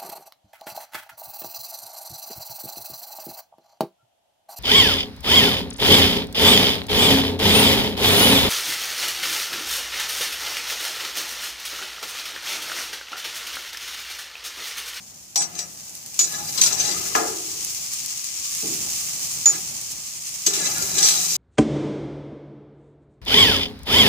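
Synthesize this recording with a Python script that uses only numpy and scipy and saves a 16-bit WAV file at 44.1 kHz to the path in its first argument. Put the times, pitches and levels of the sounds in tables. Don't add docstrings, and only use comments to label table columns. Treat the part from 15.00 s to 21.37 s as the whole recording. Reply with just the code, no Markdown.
import sys
import numpy as np
from scipy import signal
from scipy.fft import rfft, irfft, next_fast_len
from scipy.io import wavfile
from scipy.ndimage import uniform_filter1d, map_coordinates

SR = 44100
rng = np.random.default_rng(int(sys.argv[2]) if len(sys.argv) > 2 else 0)


def materialize(psi):
    bounded = np.clip(np.atleast_2d(psi).T, -1, 1)
    quanta = np.round(bounded * 32767).astype(np.int16)
    wavfile.write(sys.argv[1], SR, quanta)


N = 280757

# (time [s], sizzle level [dB], steam level [dB], left minus right [dB])
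FRYING_COURSE = [(0.0, -43, -58, 1), (0.3, -43.5, -54, -1), (0.57, -40.5, -50, 1), (1.1, -37, -47, 0),
                 (1.24, -31, -39, 4), (1.4, -33.5, -36, 1.5), (2.16, -26.5, -38, 3), (2.35, -29, -46, 0),
                 (2.73, -29, -41, 0.5), (3.42, -29, -50, 2), (3.62, -26, -40, -2), (4.04, -25.5, -37.5, -1),
                 (4.55, -28.5, -42, -1), (5.09, -32.5, -53, -0.5), (5.46, -29, -46, -2),
                 (5.7, -28.5, -33, 1), (6.05, -25.5, -34, 0.5), (6.37, -24.5, -32, 2)]
# (frequency [Hz], relative density [dB])
SIZZLE_SPECTRUM = [(710, -33), (1200, -13.5), (1310, -22), (1640, -20), (2430, -10.5), (2920, -10),
                   (3650, -11.5), (5610, -0.5), (7020, 1.5), (9270, -8), (12100, -15.5), (14900, -11.5),
                   (15500, -10)]
# (frequency [Hz], relative density [dB])
STEAM_SPECTRUM = [(7000, -120), (8500, -23), (10000, -1), (13000, 0), (15500, -0.5)]
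# (time [s], strength [dB], left minus right [dB])
FAT_DROPS = [(0.8949, -25, 0.0), (0.9522, -22, -0.5), (1.062, -21, 1.0), (1.1428, -24, 1.5),
             (1.3239, -17, 2.0), (1.5249, -18, 1.0), (2.6474, -12, -3.5), (2.7482, -18, 0.5),
             (2.9362, -15, -2.0), (3.0609, -15, 3.5), (3.1742, -18, 1.0), (3.243, -16, 3.5),
             (3.5498, -15, 0.5), (4.3384, -20, -0.5), (4.8134, -18, -1.0), (4.9182, -20, -2.5),
             (5.7823, -12, -1.0), (5.8242, -11, -1.0)]
# (time [s], strength [dB], favoured mode [Hz], its lead over the other modes [dB],
# chatter t60 [s], grip [0 loose to 1 held down], left minus right [dB])
BLADE_KNOCKS = [(0.3573, -21.5, 5830, 12, 0.11, 0.31, 4.5), (.376, -29.5, 7880, 17, .02, .05, -3),
                (.4194, -29, 5870, 12, .089, 0.38, 8.5), (0.552, -44, 6375, 16, .05, .1, 10),
                (0.5898, -31.5, 5734, 5.5, 0.096, .1, 2.5), (1.1907, -20, 6830, 10.5, 0.13, 0.14, 2),
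                (1.2106, -29, 6830, 11, .069, .1, -11), (1.574, -22.5, 4114, 17, 0.13, 0.87, 14.5),
                (1.6122, -14, 6200, 9.5, .12, 0.55, 0), (1.6344, -16, 6830, 11.5, 0.082, .5, 0),
                (1.6596, -18, 6375, 11, 0.16, 0.84, 5), (1.723, -22.5, 6375, 10, 0.062, 0.85, 12),
                (1.7966, -23, 6200, 14, 0.29, 0.7, 4), (1.8487, -29, 6375, 10, .1, 0.63, 13),
                (1.9098, -28, 4630, 14, .13, .6, 13.5), (2.151, -20, 6200, 6, .15, 0.8, 0),
                (4.4568, -23, 6800, 26, .05, 0.14, -1), (5.463, -14.5, 6430, 13, 0.11, 0.55, 0.5),
                (5.5331, -23.5, 5630, 12, 0.33, 0.53, 0.5), (5.6434, -27, 5640, 11, .087, 0.66, -2),
                (5.666, -27.5, 5930, 12, 0.1, 0.62, 10), (5.9807, -22, 7550, 10, 0.17, .4, 8),
                (6.0275, -19, 5620, 16, 0.078, 0.33, -2), (6.0541, -17, 5655, 9, 0.5, .8, 2.5),
                (6.085, -20, 5930, 14, .14, 0.27, -1), (6.149, -27, 6375, 16, .064, 0.54, 1)]
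# (frequency [Hz], level [dB], t60 before the grip alters it [s])
BLADE_MODES = [(2363, -20, .22), (3470, -20, .2), (3925, -10, .12), (4114, -12, .15), (4670, -14, .15),
               (4810, -5, .18), (5045, -10, .2), (5655, -9, .16), (5746, -5, .5), (5965, -8, .15),
               (6200, -6, .3), (6375, -6, .13), (6640, -11, .15), (6830, -5, .22), (7300, -7, .12),
               (7585, -8, .08), (7800, -6, .3), (7932, -8, .4), (8430, -12, .1), (9030, -14, .1)]
# (time [s], blade friction [dB], grate shaking [dB], loudest grate [Hz])
BLADE_STROKES = [
    [(0.4, -24, -36, 835), (0.438, -33, -44.5, 795), (0.494, -56, -50, 714), (0.604, -27.5, -38.5, 660),
     (0.634, -51, -47, 530), (0.72, -55, -59, 326)],
    [(1.23, -29.5, -48, 499), (1.332, -31.5, -39.5, 855), (1.52, -34.5, -48, 600), (1.6, -26, -36.5, 1250),
     (1.672, -17.5, -33.5, 850), (1.7, -28, -35.5, 800), (1.87, -25.5, -34, 600), (1.95, -30, -34, 360),
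     (2.14, -39, -40, 480)],
    [(4.49, -32, -38, 583), (4.554, -31, -39.5, 367), (4.66, -64, -58, 377)],
    [(5.49, -28, -36.5, 393), (5.626, -23.5, -31.5, 388), (5.738, -27.5, -37.5, 844),
     (5.804, -28, -36, 470), (5.936, -34.5, -45, 351), (5.99, -15, -27.5, 370), (6.09, -18, -39, 820),
     (6.15, -22.5, -36, 744), (6.366, -29, -48.5, 450)],
]
# (frequency [Hz], width [Hz], level [dB])
GRATE_MODES = [(113.4, 24, -10), (169.8, 16.3, -6), (245, 45, -6), (324.8, 15.5, 1.5), (370, 15, -0.5),
               (397.3, 6.4, 0.5), (441.7, 15, -1), (563, 67, -10), (716.4, 53, -3.5), (826.5, 20.5, 0.5),
               (1010, 140, -11.5), (1230, 49, -2.5), (1383, 66, -5.5), (1685, 39, -1), (2050, 210, -10),
               (2424, 55, -6), (2700, 260, -11.5)]
# (time [s], strength [dB], rattle t60 near 400 Hz [s], rise time constant [s],
# centre [Hz], reach [octaves])
GRATE_JOLTS = [(.357, -5.5, 0.58, 0.0011, 880, 0.41), (.36, -20.5, 0.7, 0.0025, 396, 0.45),
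               (0.639, -18, .25, .03, 170, .3), (1.188, -17.5, 0.44, 0.0053, 960, 2.8),
               (2.149, 2.5, 0.72, 0.00017, 875, 1.46), (2.16, -7, 1.23, 0.014, 430, 0.49),
               (3.625, -6.5, 0.7, 0.0054, 186, 1.77), (4.457, -9.5, 0.34, 0.0019, 1110, 1.55),
               (5.464, -6.5, 0.18, 0.003, 376, 1.7), (5.962, -2, 0.16, 0.0041, 367, 0.28)]
# (frequency [Hz], t60 [s])
FIREBOX_DECAY = [(200, 0.47), (1500, 0.17), (6000, 0.034), (14000, 0.046)]
# (time [s], level [dB])
FLAME_COURSE = [(0.0, -55), (0.4, -56), (1.63, -46.5), (2.53, -50), (3.26, -52.5), (3.81, -47.5),
                (4.64, -48.5), (5.25, -54.5), (5.71, -41), (6.37, -49.5)]
# (frequency [Hz], relative density [dB])
BURNER_SPECTRUM = [(13, -63), (22, -35), (60, -9.5), (118, -5), (166, -5), (404, -15.5), (436, -17),
                   (808, -9), (1040, -17), (1210, -17.5), (1410, -18), (2200, -21), (2860, -55),
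                   (4840, -120)]
# (frequency [Hz], correlation [0 to 1])
CHANNEL_LIKENESS = [(40, 0.91), (150, 1), (350, 1), (1000, 0.13), (3000, 0.14), (6000, 0.15), (14000, 0.04)]
# (frequency [Hz], left minus right [dB])
PORT_COLOUR = [(30, 8), (120, 0), (350, 5.5), (700, -0.5), (1400, 1), (2800, 3.5), (5600, 4), (11000, -7),
               (15000, -2)]

LOOSE_RING_DB, GRIP_MUTES_DB = 2, 8.5
LOOSE_RING_S, HELD_RING_S = 0.06, 0.025
RUBBED_BLADE_HZ, DRONE_DB = 6000, -51
SPIT_CLICK_DB = 13
FIREBOX_DB = -11.0
LAG_S, TOP_HZ = 0.00046, 15550


def frying():
    sizzle_db, steam_db, pan_db = curves(FRYING_COURSE)
    surge_db = 0.4 * wobble(9) + 0.9 * wobble(40)
    bubbles = 1.03 * grains(per_s=900, spread_db=3.5) + rng.standard_normal((2, N))
    steam = 0.29 * grains(per_s=830, spread_db=3.5) + rng.standard_normal((2, N))
    sizzle = amp(sizzle_db + surge_db) * pair(bubbles, SIZZLE_SPECTRUM)
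    hiss = amp(steam_db + surge_db) * pair(steam, STEAM_SPECTRUM)
    return (sizzle + hiss) * amp([pan_db / 2, -pan_db / 2])


def knocks():
    ring, chatter = np.zeros((2, N + SR)), np.zeros((2, N + SR))
    t = np.arange(SR // 5) / SR
    hz, level_db, t60 = np.transpose(BLADE_MODES)[:, :, None]
    turning = np.exp(2j * np.pi * hz * t)
    for s, db, best_hz, lead_db, chatter_s, grip, pan_db in BLADE_KNOCKS:
        at = round(s * SR)
        gain = sides(pan_db) * amp(db)

        favour_db = lead_db * np.exp(-((hz - best_hz) / 150) ** 2)
        decay_s = t60 * np.clip(1.3 - grip, .1, 2)
        decay = amp(level_db + favour_db - 60 * t / decay_s)
        knots = np.repeat(rng.standard_normal((len(hz), 40)), len(t) // 40 + 1, axis=1)[:, :len(t)]
        buzz = np.exp(1.1 * grip * (1j + 0.73) * uniform_filter1d(knots, size=120))
        aim_db = rng.normal(0, 1.4, len(hz)) + rng.normal(0, 0.6, (2, len(hz)))
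        aim = amp(aim_db) * np.exp(2j * np.pi * rng.random((2, len(hz))))
        modes = (aim @ (decay * buzz * turning)).imag
        free_s = LOOSE_RING_S + (HELD_RING_S - LOOSE_RING_S) * grip
        choke = amp(-60 * np.clip(t - free_s, 0, None) / .06)
        ring_onset = 1 - np.exp(-t / (0.00031 + .004 * grip ** 2))
        ring_gain = amp(LOOSE_RING_DB - GRIP_MUTES_DB * grip)
        ring[:, at:at + len(t)] += gain * ring_gain * modes * choke * ring_onset

        loose_burst = 1.7 * (1 - np.clip(grip, 0, 1)) ** 2 * amp(-60 * t / 0.018)
        burst = amp(-60 * t / max(chatter_s, .01)) + loose_burst
        burst = burst * (1 - np.exp(-t / (0.00021 + .007 * grip ** 2)))
        chatter[:, at:at + len(t)] += gain * burst * rng.standard_normal((2, len(t)))
    chatter_colour = resonances([(4620, 3500, 7.5), (7350, 2500, 10.5), (11500, 10600, -2)])
    return ring[:, :N] + filtered(chatter[:, :N], chatter_colour)


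def slides():
    rub_db, shake_db, grate_hz = curves(np.vstack(BLADE_STROKES))
    t = np.arange(N) / SR
    strokes = sum((t > rows[0][0]) * (t < rows[-1][0]) * 1. for rows in BLADE_STROKES)
    touching = uniform_filter1d(strokes, SR // 50)
    clumps = amp(2.45 * wobble(45) + 1.0 * wobble(120))
    grit = clumps * (grains(per_s=2500, spread_db=2.0) + 0.38 * rng.standard_normal((2, N)))

    held = [(hz, 18 / t60, .75 * db) for hz, db, t60 in BLADE_MODES]
    rubbed_hz = np.full(N, RUBBED_BLADE_HZ)
    blade = shifting(filtered(grit, resonances(held)), rubbed_hz,
                     octaves=0.18, lift_db=3.0, flicker_db=3.5, size=256)

    push = pair(clumps * rng.standard_normal((2, N)), [(100, -9.5), (3000, 0.0)])
    bars = filtered(push, resonances(GRATE_MODES))
    grate = shifting(bars, grate_hz, octaves=0.36, lift_db=6.0, flicker_db=4.5, size=2048)

    hum = pair(rng.standard_normal((2, N)), [(100, 0), (300, 0)])
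    drone = unit(filtered(hum, resonances(GRATE_MODES[1:2])))
    return touching * (amp(rub_db) * blade + amp(shake_db) * grate + amp(DRONE_DB) * drone)


def spits():
    out, t = np.zeros((2, N + SR)), np.arange(SR // 50) / SR
    for s, db, pan_db in FAT_DROPS:
        puff = 1.1 * rng.standard_normal((2, len(t))) * amp(-60 * t / .02)
        puff[:, SR // 4000] += amp(SPIT_CLICK_DB)
        out[:, round(s * SR):][:, :len(t)] += amp(db) * sides(pan_db) * puff
    return filtered(out[:, :N], resonances([(6600, 3500, -2), (13000, 6000, -9)]))


def jolts():
    out, u = np.zeros((2, N + SR)), np.arange(SR) / SR
    for s, db, rattle_s, rise_s, centre_hz, octaves in GRATE_JOLTS:
        noise = pair(rng.standard_normal((2, SR)), [(50, 0), (5000, 0)])
        hz, t, z = signal.stft(noise, SR, nperseg=512)
        hz = hz[:, None] + 30
        reach_db = np.maximum(-9 * (np.log2(hz / centre_hz) / octaves) ** 2, -30)
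        fade_db = -60 * t / max(rattle_s, .05) * (hz / 400) ** 0.28
        rattle = signal.istft(z * amp(reach_db + fade_db), SR, nperseg=512)[1][:, :SR]
        onset = 1 - np.exp(-u / max(rise_s, 1e-4))
        push = 1 + 3.5 * amp(-60 * u / 0.018)
        out[:, round(s * SR):][:, :SR] += amp(db) * rattle * onset * push
    return filtered(out[:, :N], resonances(GRATE_MODES))


def firebox(x):
    hz, t, z = signal.stft(rng.standard_normal((2, SR // 2)), SR, nperseg=256)
    fade = amp(-60 * t / along(FIREBOX_DECAY, hz)[:, None])
    tail = signal.istft(z * fade, SR, nperseg=256)[1]
    late = np.pad(x, ((0, 0), (120, 0)))
    return signal.fftconvolve(late, tail / np.linalg.norm(tail[0]), axes=1)[:, :N]


def burners():
    flutter_db = 1.74 * wobble(3.19) + 1.5 * wobble(17)
    return amp(curves(FLAME_COURSE)[0] + flutter_db) * pair(rng.standard_normal((2, N)), BURNER_SPECTRUM)


def amp(db):
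    return 10 ** (np.asarray(db) / 20)


def unit(x):
    return x / np.sqrt(np.mean(x ** 2) + 1e-20)


def along(points, hz):
    f, v = np.transpose(points)
    return np.interp(np.log(hz + 1), np.log(f + 1), v)


def curves(rows):
    s, *cols = np.transpose(rows)
    return [np.interp(np.arange(N) / SR, s, c) for c in cols]


def wobble(rate):
    knots = rng.standard_normal(int(N * rate / SR) + 4)
    return map_coordinates(knots, [np.arange(N) * rate / SR])


def filtered(x, response):
    n = x.shape[-1]
    m = next_fast_len(n + SR // 4)
    return irfft(rfft(x, m) * response(np.fft.rfftfreq(m, 1 / SR)), m)[..., :n]


def resonances(modes):
    def response(f):
        return sum((-1) ** k * amp(db) * 1j * f * w / (c * c - f * f + 1j * f * w)
                   for k, (c, w, db) in enumerate(modes))
    return response


def grains(per_s, spread_db):
    out, at = np.zeros(2 * N), rng.integers(0, 2 * N, int(2 * per_s * N / SR))
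    size_db = spread_db * np.minimum(rng.exponential(size=len(at)), 2.5)
    out[at] = rng.choice([-1, 1], len(at)) * amp(size_db)
    return unit(out.reshape(2, N))


def pair(two, spectrum):
    def mid_side(hz):
        turn = np.arccos(np.clip(along(CHANNEL_LIKENESS, hz), 0, 1)) / 2
        return amp(along(spectrum, hz)) * [np.cos(turn), np.sin(turn)]
    mid, side = filtered(two, mid_side)
    return unit(np.array([mid + side, mid - side]))


def sides(pan_db):
    return amp([[pan_db / 2], [-pan_db / 2]])


def shifting(x, centre_hz, octaves, lift_db, flicker_db, size):
    hz, t, z = signal.stft(x, SR, nperseg=size)
    centre = centre_hz[np.minimum((t * SR).astype(int), N - 1)]
    lift = lift_db * np.exp(-(np.log2((hz[:, None] + 1) / centre) / octaves) ** 2)
    rough = rng.standard_normal(lift.shape)
    flicker = unit(uniform_filter1d(uniform_filter1d(rough, size=3, axis=0), size=3, axis=1))
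    return unit(signal.istft(z * amp(lift + flicker_db * flicker), SR, nperseg=size)[1][:, :N])


def scene():
    struck = knocks() + slides() + spits()
    return frying() + struck + jolts() + amp(FIREBOX_DB) * firebox(struck) + burners()


def record(dry):
    def ports(hz):
        tilt = amp(np.outer([.5, -.5], along(PORT_COLOUR, hz)))
        lag = np.exp(-1j * np.pi * np.outer([1, -1], hz) * LAG_S)
        return tilt * lag * (hz < TOP_HZ)
    return filtered(dry, ports)


dry = scene()
out = record(dry)
materialize(out)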